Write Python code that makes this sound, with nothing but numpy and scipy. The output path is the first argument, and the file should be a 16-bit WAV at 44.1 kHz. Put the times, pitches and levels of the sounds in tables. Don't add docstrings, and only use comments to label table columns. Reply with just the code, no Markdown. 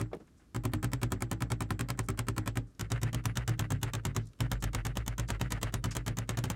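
import sys
import numpy as np
from scipy import signal
from scipy.fft import rfft, irfft
from scipy.io import wavfile
from scipy.ndimage import uniform_filter1d

SR = 44100
rng = np.random.default_rng(int(sys.argv[2]) if len(sys.argv) > 2 else 0)


def invert_db(level):
    return 10 ** (np.asarray(level, dtype=float) / 20)


def dump_mix(stems):
    frames = np.atleast_2d(stems).T
    limited = np.clip(frames, -1, 1)
    pcm = np.round(limited * 32767).astype(np.int16)
    wavfile.write(sys.argv[1], SR, pcm)


N = 288855

# f/Hz, level/dB, t60/s
CASE_MODES = [
    [(804, -28, 0.025), (1036, -26.5, 0.032), (1310, -25.5, 0.026), (600, -35, 0.035), (1590, -27, 0.013),
     (1826, -19.5, 0.0086), (2270, -20.5, 0.0091), (3180, -33.5, 0.024)],
    [(972, -31.5, 0.019), (1220, -32, 0.017), (1817, -28.5, 0.01), (2210, -35.5, 0.0083),
     (3034, -35, 0.028), (3695, -39, 0.025)],
]
# f/Hz, width/Hz, level/dB
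CRACK_BANDS = [
    [(1450, 1200, -23.5), (5170, 1900, -30), (7940, 2000, -22.5), (13500, 2600, -33.5)],
    [(1150, 1000, -25), (3000, 1100, -26), (6850, 2130, -23.5), (12530, 2900, -35)],
]
BUZZ_SHARE = [.12, .22]
STEEL_HZ = [
    [7672, 815],
    [3720, 6900, 7610, 8650, 10050],
]
# level/dB, t60/s
STEEL_DECAY = [
    [(-64, .4), (-57, .4)],
    [(-50, .2), (-56, .2), (-58, .25), (-55, .18), (-55, .2)],
]
BENCH_HZ = [56, 119, 131, 177, 251, 305, 378, 555]
# level/dB, t60/s
BENCH_DECAY = [
    [(-40, 0.81), (-31, 0.42), (-40, 0.34), (-48, 0.7), (-43, 0.35), (-45, 0.55), (-41.5, 0.2), (-48, 0.12)],
    [(-39, 0.85), (-30, 0.52), (-37, 0.54), (-46, 0.7), (-45.5, 0.45), (-50, 0.6), (-44, 0.21),
     (-75.5, 0.092)],
]
# f/Hz, level/dB, t60/s
TOP_SHOVE = (155.4, -18, 0.029)
# f/Hz, width/Hz, level/dB
BOUNCE_BANDS = [(700, 650, -3), (1360, 450, -3), (1850, 630, -.5), (2500, 750, -6), (3900, 1800, -17),
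                (7500, 4000, -21)]
# f/Hz, level/dB, t60/s
ROOM_DECAY = [(210, -37, 0.93), (645, -23.5, 0.13), (1500, -25, 0.12), (3000, -38, 0.2),
              (5000, -43.5, 0.17), (8000, -40.5, 0.13), (13000, -50, 0.07), (16100, -80, .04)]
# f/Hz, level/dB per Hz
AIR_SPECTRUM = [(15, -39), (25, 6.5), (65, 16.5), (202, 8.5), (266, 8.5), (902, -15), (1220, -8.5),
                (2820, -23.5), (7300, -31), (11300, -40.5), (13600, -45.5), (16500, -83)]
# t/s of the first copy, crack level/dB, share of the first copy (0-1),
# bench top level/dB, bounce level/dB
STANDING_BLOWS = [(-0.0025, -5.0, 0.38, 2.0, -5.5), (0.5465, -7.0, 0.35, 0.5, -10.0),
                  (0.6367, -4.5, 0.13, 7.0, -7.0), (0.7353, -5.0, 0.9, 7.5, -7.5),
                  (0.828, -0.5, 0.31, 3.5, -5.5), (0.9174, -4.5, 0.09, 1.5, -6.5),
                  (1.0155, -1.5, 0.14, 4.0, -5.5), (1.1203, -2.5, 0.9, 5.5, -4.5),
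                  (1.2062, -4.5, 0.11, -0.5, -8.5), (1.3139, -3.0, 0.73, 1.5, -6.5),
                  (1.4057, -3.5, 0.17, 2.5, -4.5), (1.5023, -1.0, 0.18, 4.0, -7.5),
                  (1.6059, -2.5, 0.57, 0.5, -8.0), (1.7056, -4.5, 0.82, 2.5, -6.5),
                  (1.793, -1.5, 0.34, 4.0, -5.5), (1.8868, -2.0, 0.21, -2.0, -5.5),
                  (1.991, -3.5, 0.93, -1.5, -7.5), (2.0863, -3.5, 0.65, 3.5, -6.0),
                  (2.191, -1.0, 0.98, -3.5, -8.0), (2.2846, -3.0, 0.95, 2.5, -11.0),
                  (2.3643, -3.5, 0.14, 3.0, -2.0), (2.4598, -0.5, 0.14, -1.0, -18.5),
                  (2.556, -3.5, 0.15, 2.0, -11.5)]
FLAT_BLOWS = [(2.7947, -4.0, 0.29, -1.0, 1.0), (2.9022, -1.0, 0.11, 1.0, 8.5),
              (3.0158, -3.5, 0.15, 3.5, 9.0), (3.1297, -3.0, 0.24, 0.0, 4.5),
              (3.2554, -3.0, 0.93, 2.5, 3.0), (3.3553, -0.5, 0.11, -4.0, 6.5),
              (3.4774, -0.5, 0.59, 6.5, 5.5), (3.5931, -2.0, 0.81, 4.0, 6.0), (3.7042, -2.0, 0.4, 7.0, 2.5),
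              (3.8306, -1.5, 0.93, 2.0, 9.5), (3.9349, -1.0, 0.48, -3.0, 0.0),
              (4.0516, -2.0, 0.77, 3.5, 2.0), (4.1483, -1.5, 0.08, 4.0, -0.5)]
LAST_FLAT_BLOWS = [(4.405, -2.0, 0.86, 4.5, 6.5), (4.5156, -0.5, 0.8, -5.5, 1.0),
                   (4.624, -0.5, 0.31, 0.5, 3.0), (4.7319, -1.0, 0.12, 0.0, 8.5),
                   (4.8506, -1.5, 0.42, -1.0, 4.5), (4.9546, -2.5, 0.1, -7.5, 3.0),
                   (5.0631, -5.0, 0.15, -5.5, 4.0), (5.1807, -1.0, 0.35, -3.0, 2.5),
                   (5.287, 0.5, 0.16, -2.5, 8.5), (5.3967, -1.5, 0.08, 0.0, 6.0),
                   (5.505, 0.0, 0.14, -1.5, 8.0), (5.63, 0.5, 0.98, -0.5, 10.5),
                   (5.74, -1.0, 0.94, -1.5, -4.0), (5.8407, -1.0, 0.66, 2.0, 2.0),
                   (5.951, -0.5, 0.24, -2.5, 1.0), (6.0633, 1.0, 0.28, 2.0, 1.0),
                   (6.17, -2.5, 0.26, -2.5, 3.5), (6.2916, -1.0, 0.82, -4.0, 3.5),
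                   (6.372, -2.0, 0.47, -0.5, -5.0), (6.4395, -3.0, 0.76, 0.0, -2.0),
                   (6.5005, -3.0, 0.81, -6.5, 1.5)]
# legs level/dB at the start, legs drift/dB per s, steel level/dB, bounce delay/s
RUN_SETTINGS = [
    (2.5, -.8, -2.5, .105),
    (6, -6, 1.5, .085),
    (11, -6, 1, .082),
]
# t/s, level/dB, f/Hz, length/s
FINGER_KNOCKS = [(.112, -54, 600, .02), (.1295, -31, 430, .008), (.13, -42, 1400, .01),
                 (.137, -38, 330, .02), (.15, -47, 170, .045), (.197, -49, 280, .025),
                 (.203, -64, 1300, .015), (.274, -66, 1600, .013), (.391, -66.5, 1210, .04),
                 (3.622, -41, 1500, .005), (4.2, -60, 160, .07), (4.332, -59, 2600, .004),
                 (5.91, -44, 1800, .018)]
# t/s, level/dB, f/Hz,
# length/s
PRONG_TICKS = [(.148, -60, 8000, .004), (.193, -75, 6300, .026), (.272, -69, 7550, .004),
               (.364, -73, 6960, .05), (2.028, -64, 7400, .03), (2.061, -60, 7400, .004),
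               (2.666, -74, 6900, .03), (2.7, -77, 7450, .021), (2.749, -62, 5670, .003),
               (4.2, -71, 5000, .09), (4.332, -66, 7500, .003), (4.253, -66, 8000, .008),
               (4.269, -56.5, 7000, .006), (4.286, -66, 6500, .006), (4.6, -60, 7000, .025),
               (5.276, -52, 6000, .025), (5.907, -44, 6000, .02)]

HOP = 706
RING = 20 * HOP
SLICE = .84
OVERLOAD_DB = -25
SURGE_DB, SURGE_S = 7, .0025
HIT_COLOUR_DB = 1.5
BOUNCE_DB, BOUNCE_S = -59.5, .034
LEAD_IN = 1.5
FLIGHT_S_PER_DB = .002
SWAY_BUILD_DB, SWAY_BUILD_S, SWAY_RISE_S = -4.5, .12, .025
KNOCK_WIDTH, TICK_WIDTH = 1.0, .6
AIR_DB, STIR_DB, SETTLE_S = -55.5, 6, .15
HISS_DB, DUCK_DB, RECOVER_S = -78, -10, .12


def hammering():
    mix = np.zeros(N + RING)
    noise = rng.standard_normal(N + 2 * RING)
    rattle = sum(invert_db(db) * resonate(np.roll(noise, round(hz)), hz, width)
                 for hz, width, db in BOUNCE_BANDS)
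    rattles = [1.4 * uniform_filter1d(rattle, size=14), rattle]
    runs = (STANDING_BLOWS, FLAT_BLOWS, LAST_FLAT_BLOWS)
    for k, (blows, (legs_db, drift, steel_db, delay)) in enumerate(zip(runs, RUN_SETTINGS)):
        flat = min(k, 1)
        for s, crack_db, share, top_db, bounce_db in blows:
            since = s - blows[0][0]
            sway_db = legs_db + drift * since + SWAY_BUILD_DB * np.exp(-since / SWAY_BUILD_S)
            bounce_s = delay + FLIGHT_S_PER_DB * bounce_db
            own_rattle = rattles[flat][RING + round(s * SR):][:RING]
            sound = blow(flat, own_rattle, crack_db, top_db, sway_db, bounce_s, bounce_db, steel_db)
            add(mix, s - 2 * HOP / SR, speed_up(sound, share))
    return mix[RING:]


def blow(flat, rattle, crack_db, top_db, legs_db, bounce_s, bounce_db, steel_db):
    t = np.arange(RING) / SR
    noise, stray = rng.standard_normal((3, RING)), rng.standard_normal((4, 2, 8))
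    near = reflections(t, noise[1])
    near[:5 * HOP] += case_body(flat, t[:5 * HOP], stray[0])
    near[:HOP] += crack(flat, t[:HOP], noise[0, :HOP], stray[3, 0])
    pressure = invert_db(crack_db) * near + bench(flat, t, stray[1], legs_db, top_db)
    pressure += rattle * chatter(t, noise[2], bounce_s, bounce_db)
    pressure += invert_db(steel_db) * steel(flat, t, stray[2])
    pressure *= invert_db(SURGE_DB * np.exp(-t / SURGE_S))
    pressure[-HOP:] *= np.linspace(1, 0, HOP)
    return np.clip(pressure, -invert_db(OVERLOAD_DB), invert_db(OVERLOAD_DB))


def crack(flat, t, noise, colour):
    contact = np.exp(-(t / .0017) ** 2) + BUZZ_SHARE[flat] * np.exp(-t / .006)
    bands = sum(invert_db(db + HIT_COLOUR_DB * c) * resonate(noise, hz, width)
                for (hz, width, db), c in zip(CRACK_BANDS[flat], colour))
    return bands * contact


def case_body(flat, t, stray):
    modes = np.array(CASE_MODES[flat])
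    return ring(modes[:, 0], modes[:, 1:], t, stray * [[3], [1.5]]).sum(0)


def bench(flat, t, stray, legs_db, top_db):
    legs, *top = ring(BENCH_HZ, BENCH_DECAY[flat], t, stray * [[3], [1.5]], start=2.2)
    sound = invert_db(legs_db) * legs * (1 - np.exp(-t / SWAY_RISE_S))
    sound += invert_db(top_db) * sum(top) * (1 - np.exp(-t / 0.0027))
    early = t[:5 * HOP]
    shove = ring(TOP_SHOVE[:1], [TOP_SHOVE[1:]], early, stray * [[5], [1]], start=.5)[0]
    sound[:5 * HOP] += shove * (1 - np.exp(-early / .0004))
    return sound


def chatter(t, noise, bounce_s, bounce_db):
    spread = BOUNCE_S * np.where(t < bounce_s, LEAD_IN, 1)
    uneven_db = 3.0 * evened(uniform_filter1d(noise, 150))
    return np.exp(-((t - bounce_s) / spread) ** 2) * invert_db(BOUNCE_DB + bounce_db + uneven_db)


def steel(flat, t, stray):
    tones = ring(STEEL_HZ[flat], STEEL_DECAY[flat], t, stray * [[.3 * flat], [2 + 3 * flat]])
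    return tones.sum(0) * (1 - np.exp(-t / (.03 + .03 * flat))) ** 2


def reflections(t, noise):
    hz, frame_s, z = signal.stft(noise, SR, nperseg=256)
    db = read([row[:2] for row in ROOM_DECAY], hz)[:, None]
    t60 = read([row[::2] for row in ROOM_DECAY], hz)[:, None]
    fade = invert_db(db - 60 * (frame_s / t60) ** 1.125)
    tail = signal.istft(z * fade, SR, nperseg=256)[1][:len(t)]
    return tail * (1 - np.exp(-t / 0.0014))


def speed_up(sound, share):
    share = np.clip(share, .02, .97)
    place = round(HOP * (9 + SLICE ** 2 / 2 * np.log(share / (1 - share))))
    padded = np.concatenate([np.zeros(place), sound, np.zeros(8 * HOP)])
    bell = signal.windows.gaussian(8 * HOP, SLICE * HOP)
    out = np.zeros(len(padded))
    for k in range(len(padded) // (2 * HOP) - 3):
        out[k * HOP:(k + 8) * HOP] += bell * padded[2 * k * HOP:(2 * k + 8) * HOP]
    return out[place - 5 * HOP:]


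def handling():
    mix = np.zeros(N + RING)
    for rows, width in ((FINGER_KNOCKS, KNOCK_WIDTH), (PRONG_TICKS, TICK_WIDTH)):
        for s, db, hz, length in rows:
            u = np.arange(9000) / SR / length
            noise = rng.standard_normal((2, 9000))
            grain = invert_db(1.43 * evened(uniform_filter1d(noise[1], 60)))
            swell = 5.2 * u * np.exp(-2.5 * u)
            add(mix, s, invert_db(db) * resonate(noise[0], hz, width * hz) * grain * swell)
    return mix[RING:]


def room_tone():
    hz = np.fft.rfftfreq(N, 1 / SR)
    air = evened(irfft(rfft(rng.standard_normal(N)) * invert_db(read(AIR_SPECTRUM, hz)), N))
    return air * invert_db(AIR_DB - STIR_DB - 1 + STIR_DB * afterglow(SETTLE_S))


def hiss():
    return resonate(rng.standard_normal(N), 5000, 9600) * invert_db(HISS_DB + DUCK_DB * afterglow(RECOVER_S))


def afterglow(fade_s):
    t = np.arange(N) / SR
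    starts = np.array([row[0] for row in STANDING_BLOWS + FLAT_BLOWS + LAST_FLAT_BLOWS])
    since = t - starts[np.searchsorted(starts, t) - 1]
    return np.exp(-(since / fade_s) ** 2)


def ring(hz, modes, t, stray, start=1.0):
    hz = np.array(hz)[:, None]
    db, t60 = np.transpose(modes)[:, :, None]
    pitch, level = stray[:2, :len(hz), None]
    return invert_db(db + level - 60 * t / t60) * np.cos(2 * np.pi * hz * (1 + pitch / 100) * t - start)


def resonate(x, hz, width):
    edges = np.clip([hz - width / 2, hz + width / 2], 30, 19000)
    return evened(signal.sosfilt(signal.butter(2, edges, "band", fs=SR, output="sos"), x))


def evened(x):
    return x / np.sqrt(np.mean(x ** 2) + 1e-20)


def read(points, hz):
    f, value = np.transpose(points)
    return np.interp(np.log(hz + 1), np.log(f + 1), value)


def add(mix, s, sound):
    part = mix[RING + round(s * SR):][:len(sound)]
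    part += sound[:len(part)]


def scene():
    return (hammering() + handling() + room_tone() + hiss())[None]


def band_limit(x):
    return signal.sosfilt(signal.butter(12, 16820, fs=SR, output="sos"), x)


def record(dry):
    cut = signal.sosfilt(signal.butter(2, 24, "high", fs=SR, output="sos"), dry)
    cut = signal.oaconvolve(cut, signal.firwin(255, 16000, fs=SR)[None], "same")
    return band_limit(cut)


dry = scene()
out = record(dry)
dump_mix(out)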